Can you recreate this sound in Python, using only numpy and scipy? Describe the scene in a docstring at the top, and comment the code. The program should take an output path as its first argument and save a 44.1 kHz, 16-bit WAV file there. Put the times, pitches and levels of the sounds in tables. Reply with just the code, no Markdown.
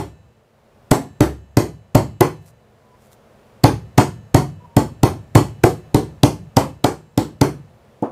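"""Pounding pork chops

A metal mallet pounds pork chops under plastic wrap on a chopping board, close by in a small kitchen.
Each blow is a wet slap, a knock of the board and a thump of the worktop; hard ones overload the
microphone. In a pause the wrap rustles as the meat is moved. The last contact is soft and dull."""
import sys
import numpy as np
from scipy import signal
from scipy.fft import rfft, irfft
from scipy.io import wavfile
from scipy.ndimage import uniform_filter1d

SR = 44100
rng = np.random.default_rng(int(sys.argv[2]) if len(sys.argv) > 2 else 0)


def pcm_store(signal):
    """Save signal as 16-bit PCM."""
    levels = np.round(np.clip(np.atleast_2d(signal), -1, 1) * 32767)
    wavfile.write(sys.argv[1], SR, levels.astype(np.int16).T)


N = 357824

# Mallet blows; force and flatness of landing are 0 for a usual one: start_s, force_db, flat_db, knock_hz
BLOWS = [(-0.074, 0, 3, 281), (0.915, -1.5, 4.5, 275.4), (1.208, -0.5, -2.5, 291), (1.5719, 0.5, -3.5, 290),
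         (1.9522, 1.5, 3, 275.5), (2.2092, -2.5, 2, 352), (3.6408, 5.5, 3.5, 278), (3.9816, 4, 4.5, 273),
         (4.347, 4, 2, 288), (4.768, 0.5, -0.5, 294), (5.034, 2, -0.5, 286), (5.3549, 7, 4.5, 292),
         (5.6393, 1, 3, 349), (5.9464, -.5, -3, 292), (6.2349, 3, 0, 285), (6.5693, -1.5, 4, 262),
         (6.844, -7, 1, 284), (7.1776, -6, -5.5, 286), (7.4146, -0.5, -0.5, 279), (8.025, -20, -4.5, 296)]
# Tone colour of the wet slap: frequency_hz, level_db
SLAP_COLOUR = [(500, 19), (1200, 11.5), (2000, 7), (2700, 3), (3500, 6), (5000, 6), (7500, 5.5), (11000, 1),
               (14000, 4), (15500, -16)]
# Big air pockets bursting under the wrap: start_s, level_db, pitch_hz
BIG_POCKETS = [(0.913, -37.5, 8900), (1.208, -41, 1940), (1.9535, -34.5, 13150), (2.2093, -32, 11500),
               (3.6404, -27.5, 4400), (3.98, -34.5, 1930), (5.3543, -28, 1740), (5.6394, -26, 1800),
               (6.2345, -27, 3600), (6.5694, -30, 4660), (6.844, -31, 3460), (7.4147, -32.5, 4600)]
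# The board's low tones, damped by the meat (ring_s: time to fade by 60 dB): pitch_ratio, level_db, ring_s
BOARD_LOW_TONES = [(.76, -16, 0.069), (1.0, -1, 0.04), (1.27, -3.5, 0.02)]
# The board's higher tones, heard in the clap: pitch_hz, level_db, ring_s
BOARD_HIGH_TONES = [(504, -5.5, 0.043), (591.5, -4.5, 0.06), (747.6, -1, 0.045), (871, -4.5, 0.063),
                    (1026, -10, 0.018), (1390, -11, 0.026), (2002, -12, 0.036)]
# Tone colour of air squeezed from under the meat: frequency_hz, level_db
CLAP_COLOUR = [(200, -51), (450, 12), (850, 5.5), (1400, -21.5), (2500, -11.5), (5000, -21.5)]
# Tones of the mallet's steel head: pitch_hz, level_db
MALLET_TONES = [(3235, -3), (4330, -1), (4368, 1), (4775, -3), (5457, -3)]
# Steel utensils ringing along nearby, relative to the slap: pitch_hz, level_db
UTENSIL_TONES = [(1771, -31), (2622, -33), (2950, -34), (3984, -37), (6514, -41), (7585, -38)]
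# Standing waves between the walls, relative to the thump: pitch_hz, level_db, ring_s
ROOM_TONES = [(68.84, -13, 0.6), (109.8, -17.5, 0.59), (138.5, -4, 0.41), (159, -10, 0.58)]
# The kitchen's echo, relative to the direct sound: frequency_hz, level_db, ring_s
KITCHEN_ECHO = [(50, -23.5, 1), (119, -11.5, 0.72), (265, -3.5, 0.26), (706, -5, 0.23), (1530, -0.5, 0.25),
                (4000, -4, 0.27), (7900, -2.5, 0.26), (14900, -7.5, 0.24)]
# Tone colour of the background: frequency_hz, level_db
BACKGROUND_COLOUR = [(18, -49), (30, -10.5), (141, 1.5), (174, -15.5), (210, 1.5), (280, -14), (345, -8.5),
                     (498, -5), (665, -7.5), (987, -13.5), (1810, -21), (2010, -22), (3970, -29.5),
                     (14800, -40), (16000, -25.5)]
# Loudness of the background: time_s, level_db
BACKGROUND_LEVELS = [(0, -56), (.5, -56), (.85, -51.5), (1.5, -56), (2.6, -54.5), (3.0, -51.5),
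                     (3.5, -49.5), (4.6, -52.5), (6.0, -49), (7.1, -54.5), (7.9, -51)]
# Moments when the wrap is handled: peak_s, level_db, length_s
RUSTLES = [(2.42, -64, .02), (2.478, -53, 0.034), (3.046, -60.5, .06), (3.13, -56, .025)]
# Tone colour of the rustling wrap: frequency_hz, level_db
WRAP_COLOUR = [(1000, -5), (3000, -12), (7000, -6), (15000, -10)]
# Faint squeaks: peak_s, level_db, length_s, pitch_hz
SQUEAKS = [(2.862, -61, 0.052, 996), (2.94, -56, 0.044, 995), (4.615, -51, 0.02, 983),
           (4.652, -42, 0.013, 980), (4.73, -54.5, 0.098, 930)]

# How loud each part of a blow is: usual_db, db_per_force_db, db_per_flat_db
THUMP = (-16, 0.99, 0)   # the worktop takes the whole weight
KNOCK = (-16.5, 0.41, 0)   # the meat cushions the board
CLAP = (-20.5, 0, 0.96)   # a flat landing traps more air
WET_SLAP = (-26, .15, 0.4)   # and brings more teeth onto the meat
PING = (-38, 0.89, 0)   # the steel head rings with the force alone

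LEAD_S, BLOW_S = .03, .72   # a blow's time before contact, and its whole length
TIME = np.arange(N) / SR
BLOW_TIME = np.arange(int(BLOW_S * SR)) / SR - LEAD_S   # zero at the contact
AGE = np.maximum(BLOW_TIME, 0)
BAND_EDGES_HZ = 25 * 2 ** np.arange(0, 9.6, .5)   # half an octave apart


def from_db(db):
    """Turns decibels into a gain."""
    return 10 ** (np.asarray(db) / 20)


def at_hz(table, hz, column=1):
    """Reads between a table's rows on a log-frequency scale."""
    table = np.array(table)
    return np.interp(np.log(hz), np.log(table[:, 0]), table[:, column])


def levelled(x, db):
    """Gives a short sound the energy of 90 ms at this level."""
    return from_db(db) * x / np.sqrt(np.sum(x ** 2) / (.09 * SR) + 1e-20)


def noise(colour, size):
    """Steady noise of a given tone colour, with an average power of 1."""
    hz = np.maximum(np.fft.rfftfreq(size, 1 / SR), 1)
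    x = irfft(rfft(rng.standard_normal(size)) * from_db(at_hz(colour, hz)), size)
    return x / np.std(x)


def swell(t, length_s):
    """A bell-shaped rise and fall around t = 0."""
    return np.exp(-np.pi / 2 * (t / length_s) ** 2)


def fade(t, ring_s):
    """Dies away by 60 dB every ring_s seconds."""
    return np.exp(-np.log(1000) * t / ring_s)


def tone(hz, ring_s, rise_s, delay_s=0):
    """A vibration that builds up while the mallet presses on, then dies away."""
    t = np.maximum(BLOW_TIME - delay_s, 0)
    return np.sin(2 * np.pi * hz * t) * fade(t, ring_s) * (1 - np.exp(-t / rise_s))


def air_push(db):
    """The falling head drives a puff of air ahead of it; the pressure dips as it lands."""
    puff = from_db(-11) * swell(BLOW_TIME + .003, length_s=.002)
    dip = swell(BLOW_TIME - .0005, length_s=.00069)
    return from_db(db) * (puff - dip)


def slap(db, length_s):
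    """The mallet's teeth crush wrap and wet meat just before the board moves: a crackle, then a squelch."""
    t = BLOW_TIME + .0006
    burst = swell(t, np.where(t < 0, .7 * length_s, length_s))
    squelch = from_db(-7) * (t > 0) * np.exp(-np.abs(t) / .006)
    grain_db = 3 * np.repeat(rng.standard_normal(len(t)), 8)[:len(t)]
    return levelled(noise(SLAP_COLOUR, len(t)) * from_db(grain_db) * (burst + squelch), db)


def pocket_crack(db, hz):
    """A pocket of air under the wrap bursts; its size sets the pitch."""
    edges_hz = np.clip([hz / 1.2, hz * 1.2], 200, 18000)
    pocket = signal.butter(2, edges_hz, "band", fs=SR, output="sos")
    burst = rng.standard_normal(len(AGE)) * swell(BLOW_TIME + .0003, length_s=.0016)
    return levelled(signal.sosfilt(pocket, burst + 1e-18), db)


def knock(db, pitch_hz):
    """The board rings with low tones; their pitch depends on where the blow lands."""
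    rings = sum(from_db(level + 2 * rng.standard_normal()) * tone(ratio * pitch_hz, ring_s, rise_s=.004)
                for ratio, level, ring_s in BOARD_LOW_TONES)
    return levelled(-rings, db)


def steel_ring(tones, db, ring_s):
    """Steel rings, each tone struck with its own strength and blurred by the room's reflections."""
    rings = 0
    for hz, level in tones:
        blur = np.cumsum(rng.standard_normal(len(AGE))) * np.sqrt(100 / SR)
        strength = from_db(db + level + 2 * rng.standard_normal())
        rings += strength * np.sin(2 * np.pi * hz * AGE + blur)
    return rings * (1 - np.exp(-AGE / .002)) * fade(AGE, ring_s)


def standing_waves(db):
    """The room's low tones linger after the thump and beat against each other."""
    return sum(from_db(db + level + 4.5 * rng.standard_normal()) * tone(hz, ring_s, rise_s=.0041)
               for hz, level, ring_s in ROOM_TONES)


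def clap(db):
    """Air squeezed from under the meat pops and rings the board's higher tones, differently each time."""
    rings = 0
    for hz, level, ring_s in BOARD_HIGH_TONES:
        strength = from_db(level + 2 * rng.standard_normal()) * rng.choice([-1, 1])
        pitch_hz = hz * (1 + .028 * rng.standard_normal())
        rings += strength * tone(pitch_hz, ring_s, rise_s=.002, delay_s=.00081)
    pop = noise(CLAP_COLOUR, len(AGE)) * (1 - np.exp(-AGE / .004)) * np.exp(-AGE / .0034)
    return levelled(levelled(rings, db=0) + levelled(pop, db=-2), db)


def thump(db):
    """The worktop gives way and swings back two or three times."""
    swing = tone(hz=119 * (1 + .01 * rng.standard_normal()), ring_s=.056, rise_s=.033, delay_s=.0012)
    settle = swell(AGE, length_s=.023)   # the mallet's weight stills the swing
    return levelled(swing * settle, db)


def kitchen_echo(x):
    """Hard walls echo, fading band by band: partly mirrored, keeping the blow's colour, partly scattered."""
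    power = 2 * np.abs(rfft(x)) ** 2 / len(x)
    bin_hz = np.fft.rfftfreq(len(x), 1 / SR)
    hiss = rng.standard_normal((2, len(x)))
    build_up = 1 - np.exp(-(AGE / .012) ** 2)
    walls = scattered = 0
    for k, (low, high) in enumerate(zip(BAND_EDGES_HZ, BAND_EDGES_HZ[1:])):
        hz = np.sqrt(low * high)
        band = signal.butter(2, [low, high], "band", fs=SR, output="sos")
        tail = signal.sosfilt(band, hiss[k % 2]) * build_up * fade(AGE, at_hz(KITCHEN_ECHO, hz, column=2))
        tail = from_db(at_hz(KITCHEN_ECHO, hz)) * tail / np.sqrt(np.sum(tail ** 2))
        in_band = (bin_hz >= low) & (bin_hz < high)
        walls += np.sqrt(in_band.mean()) * tail
        scattered += np.sqrt(power[in_band].sum()) * tail
    mirrored = signal.fftconvolve(x, walls[BLOW_TIME >= 0])[:len(x)]
    return np.sqrt(.2) * mirrored + np.sqrt(.8) * scattered   # shares of the power


def blow(start_s, force_db, flat_db, knock_hz):
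    """One stroke with its echo; how hard and how flat the head lands sets the level of each part."""
    thump_db, knock_db, clap_db, slap_db, ping_db = (
        usual_db + per_force * force_db + per_flat * flat_db
        for usual_db, per_force, per_flat in (THUMP, KNOCK, CLAP, WET_SLAP, PING))
    knock_db += 9.5 * np.log2(knock_hz / 285)   # under thin meat the board rings higher and louder
    cushion_db = 2.66 * max(-11 - force_db, 0)   # below -11 dB of force the teeth hardly bite
    slap_db -= .32 * start_s + cushion_db   # the slap also weakens as the meat is beaten flat
    cutoff_hz = np.clip(2400 * from_db((slap_db + 30) / 3), 860, 12000)   # a weak slap means a dull clap
    pop = signal.sosfilt(signal.butter(8, cutoff_hz, fs=SR, output="sos"), clap(clap_db) + 1e-18)
    body = air_push(thump_db + 8.5) + thump(thump_db) + knock(knock_db, knock_hz)
    direct = body + pop + slap(slap_db, length_s=.0039 * 2 ** (flat_db / 7.5))
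    tiny_pocket = pocket_crack(slap_db - 12.5, hz=6050 * 2 ** (.25 * rng.uniform(-1.2, 1)))
    mallet = steel_ring(MALLET_TONES, ping_db - cushion_db, ring_s=.27)
    utensils = steel_ring(UTENSIL_TONES, slap_db, ring_s=1.25)
    room = kitchen_echo(direct + .5 * tiny_pocket) + standing_waves(thump_db - .5)
    return direct + tiny_pocket + mallet + utensils + room


def pounding():
    """All the strokes, plus the short, dry cracks of big air pockets, played without echo."""
    strokes = [(start_s, blow(start_s, *landing)) for start_s, *landing in BLOWS]
    cracks = [(start_s, pocket_crack(db, hz)) for start_s, db, hz in BIG_POCKETS]
    size = len(AGE)
    track = np.zeros(N + 3 * size)   # spare room for sounds that overhang either end
    for start_s, sound in strokes + cracks:
        start = size + round((start_s - LEAD_S) * SR)
        track[start:start + size] += sound
    return track[size:size + N]


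def background():
    """The kitchen's dull, quiet noise drifts up and down in level."""
    level_db = np.interp(TIME, *np.transpose(BACKGROUND_LEVELS))
    return from_db(level_db) * noise(BACKGROUND_COLOUR, N)


def wrap_rustle():
    """Thin plastic crinkles in tiny uneven grains."""
    handling = sum(from_db(db) * swell(TIME - peak_s, length_s) for peak_s, db, length_s in RUSTLES)
    grains = uniform_filter1d(rng.exponential(1, N) ** 4, size=40)
    return handling * noise(WRAP_COLOUR, N) * np.sqrt(np.abs(grains) / grains.mean())


def squeaks():
    """Short, faint, slightly unsteady squeaks between strokes."""
    waver = np.cumsum(rng.standard_normal(N)) * np.sqrt(60 / SR)
    return sum(from_db(db) * swell(TIME - peak_s, length_s)
               * np.sqrt(2) * np.sin(2 * np.pi * hz * TIME + waver)
               for peak_s, db, length_s, hz in SQUEAKS)


def scene():
    """The pounding and the small sounds over the kitchen's background, in one channel."""
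    return (background() + pounding() + wrap_rustle() + squeaks())[None]


def record(dry):
    """The microphone overloads on the first swings of hard blows; the highest treble is cut."""
    clipped = dry / (1 + dry ** 8) ** (1 / 8)
    treble_cut = signal.cheby2(16, 70, 16128, fs=SR, output="sos")   # 70 dB down from 16128 Hz up
    return signal.sosfilt(treble_cut, clipped)


dry = scene()
out = record(dry)
pcm_store(out)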